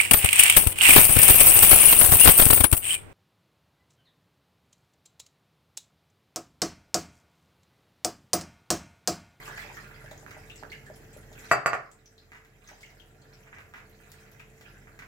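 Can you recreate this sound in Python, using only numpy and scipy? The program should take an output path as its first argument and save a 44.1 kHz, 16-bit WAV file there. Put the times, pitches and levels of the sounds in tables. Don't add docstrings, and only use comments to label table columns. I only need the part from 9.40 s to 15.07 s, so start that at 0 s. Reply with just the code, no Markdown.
import sys
import numpy as np
from scipy import signal
from scipy.fft import rfft, irfft
from scipy.io import wavfile
from scipy.ndimage import uniform_filter1d, minimum_filter1d

SR = 44100
rng = np.random.default_rng(int(sys.argv[2]) if len(sys.argv) > 2 else 0)


def master_out(mix):
    frames = np.transpose(np.atleast_2d(mix))
    ceiling = np.clip(frames, -1, 1)
    pcm = np.round(ceiling * 32767).astype(np.int16)
    wavfile.write(sys.argv[1], SR, pcm)


N = 250047
TIME = np.arange(N) / SR
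DRAIN_DB = -62.5

# pitch_hz, level_db
PATTER_TONE = [(250, -8), (500, -12.5), (800, -4), (1000, -1.5), (1500, 4.5), (2100, 4.5), (2600, -1.5),
               (3400, -20.5), (6000, -58.5)]
# pitch_hz, level_db
FIZZ_TONE = [(1800, -22), (3200, 0.5), (5000, -2), (7600, -0.5), (9200, -12.5), (11500, -7), (15500, -7)]


def amp(db):
    return 10 ** (np.asarray(db) / 20)


def evened(x):
    return x / np.sqrt(np.mean(x ** 2) + 1e-20)


def look_up(points, hz):
    pitches, values = np.transpose(points)
    return np.interp(np.log(hz + 1), np.log(pitches + 1), values)


def add(mix, start_s, sound):
    part = mix[:, round(start_s * SR):][:, :sound.shape[1]]
    part += sound[:, :part.shape[1]]


def panned(x, left_db):
    return x * amp([[left_db / 2], [-left_db / 2]])


def click(tone, tilt_db=0, size=4096):
    hz = abs(np.fft.fftfreq(size, 1 / SR))
    log_gain = np.log(amp(look_up(tone, hz) + tilt_db * np.log2((hz + 100) / 1000)))
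    spectrum = np.exp(np.conj(signal.hilbert(log_gain)))
    pulse = np.fft.ifft(spectrum).real[:size // 2]
    return pulse / np.linalg.norm(pulse)


def convolved(x, response):
    return signal.fftconvolve(np.atleast_2d(x), np.atleast_2d(response), axes=1)[:, :N]


def paired(spectra, hz):
    # pitch_hz, likeness (0 to 1)
    likeness = [(60, 0.88), (150, 0.9), (300, 0.85), (700, 0.36), (2000, 0.05), (8000, 0.03)]
    same = np.clip(look_up(likeness, hz), -1, 1)
    return np.array([spectra[0], same * spectra[0] + np.sqrt(1 - same ** 2) * spectra[1]])


def kitchen(x, wet_db, right_lag_s=.00018, gap_s=.0023, echo_s=.0192, echo_db=-12):
    # pitch_hz, fade_s
    fade_times = [(100, 0.24), (260, 0.51), (700, 0.37), (1840, 0.35), (4850, 0.32), (12000, 0.14)]
    t = TIME[:SR * 3 // 4]
    early_boost = 1 + .97 * np.exp(-t / .0078)
    reflections = rng.choice([-1., 1.], (2, len(t))) * (t > gap_s) * early_boost
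    hz, age, bands = signal.stft(reflections, SR, nperseg=256)
    bands = paired(bands, hz[:, None]) * amp(-60 * age / look_up(fade_times, hz)[:, None])
    tail = signal.istft(bands, SR, nperseg=256)[1]
    tail /= np.linalg.norm(tail, axis=1, keepdims=True)
    tail[:, round(echo_s * SR)] += amp(echo_db)
    direct = np.array([x[0], np.roll(x[1], round(right_lag_s * SR))])
    return direct + amp(wet_db) * convolved(.75 * x + .25 * x[::-1], tail)


def room_tone(air_db=-54, waver=.36):
    # pitch_hz, level_db
    air_tone = [(15, -32.5), (25, -23), (113, 2.5), (178, -10), (368, -8.5), (445, -9), (523, -12.5),
                (762, -14), (1050, -27.5), (1900, -16), (3340, -43), (7500, -26), (9050, -41.5),
                (11200, -30), (15500, -35)]
    # pitch_hz, level_db
    hum_notes = [(39.5, -58.5), (84, -64), (140, -61.5), (199.2, -67), (441.4, -63.5)]
    hz = np.fft.rfftfreq(N, 1 / SR)
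    noise = paired(rfft(rng.standard_normal((2, N))), hz)
    air = evened(irfft(noise * amp(look_up(air_tone, hz)), N))
    turns_s = np.linspace(0, N / SR, 50)
    hum = 0
    for pitch_hz, db in hum_notes:
        swell, drift = (np.interp(TIME, turns_s, row) for row in rng.standard_normal((2, len(turns_s))))
        note = np.sin(2 * np.pi * pitch_hz * TIME + 2 * waver * drift)
        hum += np.sqrt(2) * amp(db) * (1 + waver * swell) * note
    return panned(amp(air_db) * air + hum, left_db=-1.5)


def surge(start_s, hold_s, fall_db_per_s, rise_s=.04):
    age = TIME - start_s
    return np.clip(age / rise_s, 0, 1) * amp(-fall_db_per_s * np.maximum(age - hold_s, 0))


def flow(rush_db=-45.5, hold_s=.12, fall_db_per_s=26.5):
    # start_s, hold_s, level_db, fizz_over_patter_db
    surges = [(0.835, 0.13, -54.5, -11), (1.933, .17, -56, -1), (3.19, 0.33, -56, -1.5),
              (3.77, 0.48, -59.5, -9), (4.57, 0.24, -58, -2), (5.22, 0.041, -52.5, -8.5)]
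    rush = amp(rush_db - fall_db_per_s * np.maximum(TIME - hold_s, 0))
    runs = [(rush, -7), (amp(DRAIN_DB), -5.5)]  # strength, fizz_over_patter_db
    runs += [(amp(db) * surge(s, hold, fall_db_per_s=78), fizz_db) for s, hold, db, fizz_db in surges]
    patter = np.sqrt(sum(run ** 2 for run, _ in runs))
    fizz = np.sqrt(sum((run * amp(fizz_db)) ** 2 for run, fizz_db in runs))
    squeezed = amp(-62) * surge(start_s=3.25, hold_s=0, fall_db_per_s=5)
    return patter, fizz, np.hypot(amp(-13.5) * rush, squeezed)


def bubble(hz, cycles, rise):
    age = TIME[:SR // 16] * hz / cycles
    swell = (1 - np.exp(-4 * age)) ** 2 * np.exp(-age)
    return swell / swell.max() * np.sin(2 * np.pi * cycles * (age + rise * (age + np.expm1(-age))))


def shower(tone, per_s, cycles, spread_db, low_hz, high_hz, pitches=28):
    out = np.zeros((2, N))
    per_pitch = int(per_s * N / SR / pitches)
    for hz in np.geomspace(low_hz, high_hz, pitches) * rng.uniform(.96, 1.04, pitches):
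        when, size, side = rng.random((3, 4000))[:, :per_pitch]
        gain = amp(spread_db * np.minimum(-np.log(size + 1e-9), 3))
        angle = np.pi / 2 * side
        hits = np.zeros((2, N))
        hits[:, (when * N).astype(int)] = gain * np.array([np.cos(angle), np.sin(angle)])
        ring = bubble(hz, cycles, rise=.058)[:SR // 40]
        ring *= amp(look_up(tone, hz)) * np.sqrt(hz) / np.linalg.norm(ring)
        out += convolved(hits, ring)
    return evened(out)


def sputter(spread_db=1.5, per_s=40):
    heights = rng.standard_normal(2000)
    return amp(spread_db * np.interp(TIME * per_s, np.arange(len(heights)), heights))


def trickle():
    # pitch_hz, level_db
    gurgle_tone = [(250, -7), (450, -3), (620, 5.5), (800, -1), (1100, -8.5)]
    patter_level, fizz_level, gurgle_level = flow()
    patter = shower(PATTER_TONE, per_s=1000, cycles=2.3, spread_db=6.5, low_hz=609, high_hz=2864)
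    fizz = shower(FIZZ_TONE, per_s=1200, cycles=4, spread_db=6, low_hz=2565, high_hz=15420)
    gurgle = shower(gurgle_tone, per_s=630, cycles=2.1, spread_db=1, low_hz=294.5, high_hz=1104,
                    pitches=14)
    patter *= patter_level * amp(-5)
    fizz *= fizz_level * sputter() * amp(-5)
    gurgle *= gurgle_level * amp(-4)
    return kitchen(panned(patter, left_db=-4) + fizz + gurgle, wet_db=3) + stray_drips(patter_level)


def drops(rows, cycles, rise, wet_db, tick_db, droplet_db=-8, longest_hop_s=.02):
    out, tick = np.zeros((2, N)), click(FIZZ_TONE)
    for (start_s, db, hz, left_db), (late, small) in zip(rows, rng.random((len(rows), 2))):
        add(out, start_s, panned(amp(db + tick_db) * tick, left_db))
        add(out, start_s, panned(amp(db) * bubble(hz, cycles, rise), left_db))
        droplet = amp(db + droplet_db) * bubble(hz * 2 ** (small - .5), cycles, rise)
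        add(out, start_s + longest_hop_s * (.5 + late / 2), panned(droplet, left_db))
    return kitchen(out, wet_db)


def stray_drips(running, per_s=8, base_db=-51, spread_db=2, low_hz=3600, high_hz=14000):
    count = int(per_s * N / SR)
    late, pitch, size, side = rng.random((count, 4)).T
    start_s = (np.arange(count) + late) / per_s
    over_drain_db = 20 * np.log10(np.interp(start_s, TIME, running)) - DRAIN_DB
    db = base_db + .25 * over_drain_db + spread_db * (2 * size - 1)
    hz = low_hz * (high_hz / low_hz) ** pitch
    left_db = side - .5
    return drops(list(zip(start_s, db, hz, left_db)), cycles=3.5, rise=.0501, wet_db=3.5, tick_db=2.5)


def plops(thud_db=-10, thud_hz=400, left_db_per_octave=-10.5, centre_hz=574):
    # start_s, level_db, pitch_hz
    lumps = [(0.0792, -32.5, 1050), (0.2475, -38.5, 750), (0.3001, -37.5, 850), (0.6429, -41, 624),
             (0.7149, -36.5, 630), (0.83, -44.5, 660), (0.8637, -36, 1440), (0.913, -39.5, 1440),
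             (0.9671, -39.5, 676), (1.2273, -33.5, 760), (1.2346, -33, 1420), (1.5003, -36, 587),
             (1.7647, -41, 497), (1.9164, -43.5, 657), (3.315, -36, 704)]
    pop_rows = [(s, db, hz, left_db_per_octave * np.log2(hz / centre_hz)) for s, db, hz in lumps]
    thud_rows = [(s, db + thud_db, thud_hz, 0) for s, db, _ in lumps]
    pops = drops(pop_rows, cycles=1.1, rise=.08, wet_db=-3, tick_db=-10)
    thuds = drops(thud_rows, cycles=.43, rise=0, wet_db=3.5, tick_db=-24.5)
    return pops + thuds


def squelches(snaps_per_s=700, trim_db=-5, fade_db=5):
    # start_s, fade_s, splash_db, fizz_db
    bursts = [(0.175, 0.013, -43, -50.5), (0.711, 0.011, -53.5, -52), (0.908, 0.0066, -51, -54),
              (1.928, 0.0073, -61, -54), (2.039, 0.01, -49, -73), (2.918, 0.054, -41.5, -54.5),
              (3.048, 0.0058, -50.5, -56), (3.287, 0.015, -43.5, -49.5), (3.408, 0.013, -60, -50),
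              (4.07, 0.013, -49, -69), (4.128, 0.04, -41, -74), (4.184, 0.028, -42.5, -56),
              (4.337, 0.051, -40.5, -54.5), (4.717, 0.012, -50, -43), (4.999, 0.013, -48.5, -56.5),
              (5.21, 0.015, -51.5, -53.5), (5.471, 0.015, -49, -77), (5.59, 0.0075, -42, -50),
              (5.621, 0.014, -43, -59)]
    splash, fizz = np.zeros((2, N)), np.zeros((2, N))
    for start_s, fade_s, splash_db, fizz_db in bursts:
        age = TIME[:SR // 8] / fade_s
        snaps = rng.standard_normal(len(age)) * (rng.random(len(age)) < snaps_per_s / SR)
        snaps[SR // 1000] = 3
        burst = evened(snaps) * amp(trim_db - fade_db * age ** 2)
        add(splash, start_s, panned(amp(splash_db) * burst, left_db=-4))
        add(fizz, start_s, panned(amp(fizz_db) * burst, left_db=0))
    return kitchen(convolved(splash, click(PATTER_TONE)) + convolved(fizz, click(FIZZ_TONE)), wet_db=1)


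def loud_drips():
    # start_s, level_db, pitch_hz, left_db
    landings = [(0.1926, -40.5, 1940, -15), (0.3694, -39, 1790, -10), (0.6607, -44, 1640, -3),
                (0.7779, -44.5, 6700, 6), (1.0985, -40, 2660, 5), (1.1593, -40.5, 7430, 6),
                (1.2994, -46, 4230, 3), (1.318, -37.5, 2104, -11.5), (1.3268, -45.5, 2740, 15),
                (1.4648, -46.5, 1696, -8), (1.5604, -44.5, 10700, 0), (1.7318, -50, 7900, 15),
                (1.7713, -44, 10900, -5), (1.9931, -43, 7100, 9), (2.5151, -36.5, 7430, 4),
                (2.6588, -37.5, 5900, 1), (2.7801, -40.5, 3990, 4.5), (3.2751, -36.5, 6200, 0),
                (3.4303, -35, 2110, -1), (3.5985, -43, 3060, 10), (3.9356, -45.5, 5370, 8),
                (4.496, -45.5, 12600, 4), (4.916, -43, 11800, -2), (4.9962, -43, 2430, 12)]
    return drops(landings, cycles=4.1, rise=.042, wet_db=4.5, tick_db=4)


def bowl(blow_db=11, treble_hz=3500, twin_ratio=1.00372, attack_s=.00059):
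    # start_s, level_db, treble_ring_db, tilt_db_per_octave, left_db
    knocks = [(2.1123, -8, -19, 0, -13), (2.1153, 10.5, 5, -1, 2.5), (2.2604, 6, 4.5, -0.5, -2),
              (2.3324, -0.5, -14, -1, -5), (2.343, -9.5, 0, -0.5, 5)]
    # pitch_hz, level_db
    blow_tone = [(40, -32.5), (135, -10.5), (185, -24), (330, -17.5), (520, -11.5), (700, -1.5),
                 (900, -13.5), (1150, -0.5), (1480, -4.5), (2000, -8), (2600, -15.5), (3400, -33),
                 (7500, -28.5), (9200, -42), (15000, -64)]
    # pitch_hz, level_db
    glass_notes = [(404, -37.5), (635, -30.5), (685, -29), (726, -31.5), (781, -28.5), (822, -30),
                   (1020, -50), (1117, -39), (1207, -34.5), (1330, -35), (1420, -22.5), (1518, -29.5),
                   (1738, -41), (1800, -28), (1931, -26), (2272, -47.5), (2649, -30.5), (4680, -35),
                   (4760, -49), (6724, -41), (7122, -44.5), (7585, -44.5), (7849, -35.5), (7990, -53.5),
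                   (8650, -57.5), (9690, -49.5), (10590, -56), (11740, -53.5), (12460, -44.5),
                   (12600, -53.5)]
    blows, rings, t = np.zeros((2, N)), np.zeros((2, N)), TIME[:SR // 2]
    hz, db = np.transpose(glass_notes)[:, :, None]
    ring_s = .21 * (hz / 1000) ** -.28
    for start_s, hit_db, bright_db, tilt_db, left_db in knocks:
        note_db = hit_db + db + bright_db * (hz > treble_hz)
        fade = amp(note_db - 60 * t / ring_s) * (1 - np.exp(-t / attack_s))
        phase, twin_phase = 2 * np.pi * rng.random((2,) + hz.shape)
        main = (fade * np.sin(2 * np.pi * hz * t + phase)).sum(0)
        twin = .5 * (fade * np.sin(2 * np.pi * hz * twin_ratio * t + twin_phase)).sum(0)
        add(rings, start_s, panned(np.array([main + twin, main - twin]), left_db))
        add(blows, start_s, panned(amp(hit_db + blow_db) * click(blow_tone, tilt_db), left_db))
    lag_s = -.00007
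    return kitchen(blows, wet_db=-1.5, right_lag_s=lag_s) + kitchen(rings, wet_db=-10, right_lag_s=lag_s)


def scene():
    return loud_drips() + bowl() + plops() + trickle() + squelches() + room_tone()


def record(dry, recovery_s=2.88, smooth_samples=256, top_hz=15950):
    over_db = np.maximum(20 * np.log10(abs(dry).max(0) + 1e-9), 0)
    release = np.exp(-TIME / recovery_s)
    held_db = np.maximum.accumulate(over_db / release) * release
    ahead_db = -minimum_filter1d(-held_db, smooth_samples)
    dip_db = uniform_filter1d(ahead_db, smooth_samples)
    treble_cut = signal.firwin(511, top_hz, window=("kaiser", 9), fs=SR)
    return signal.oaconvolve(dry * amp(-dip_db), treble_cut[None], "same")


dry = scene()
out = record(dry)
master_out(out)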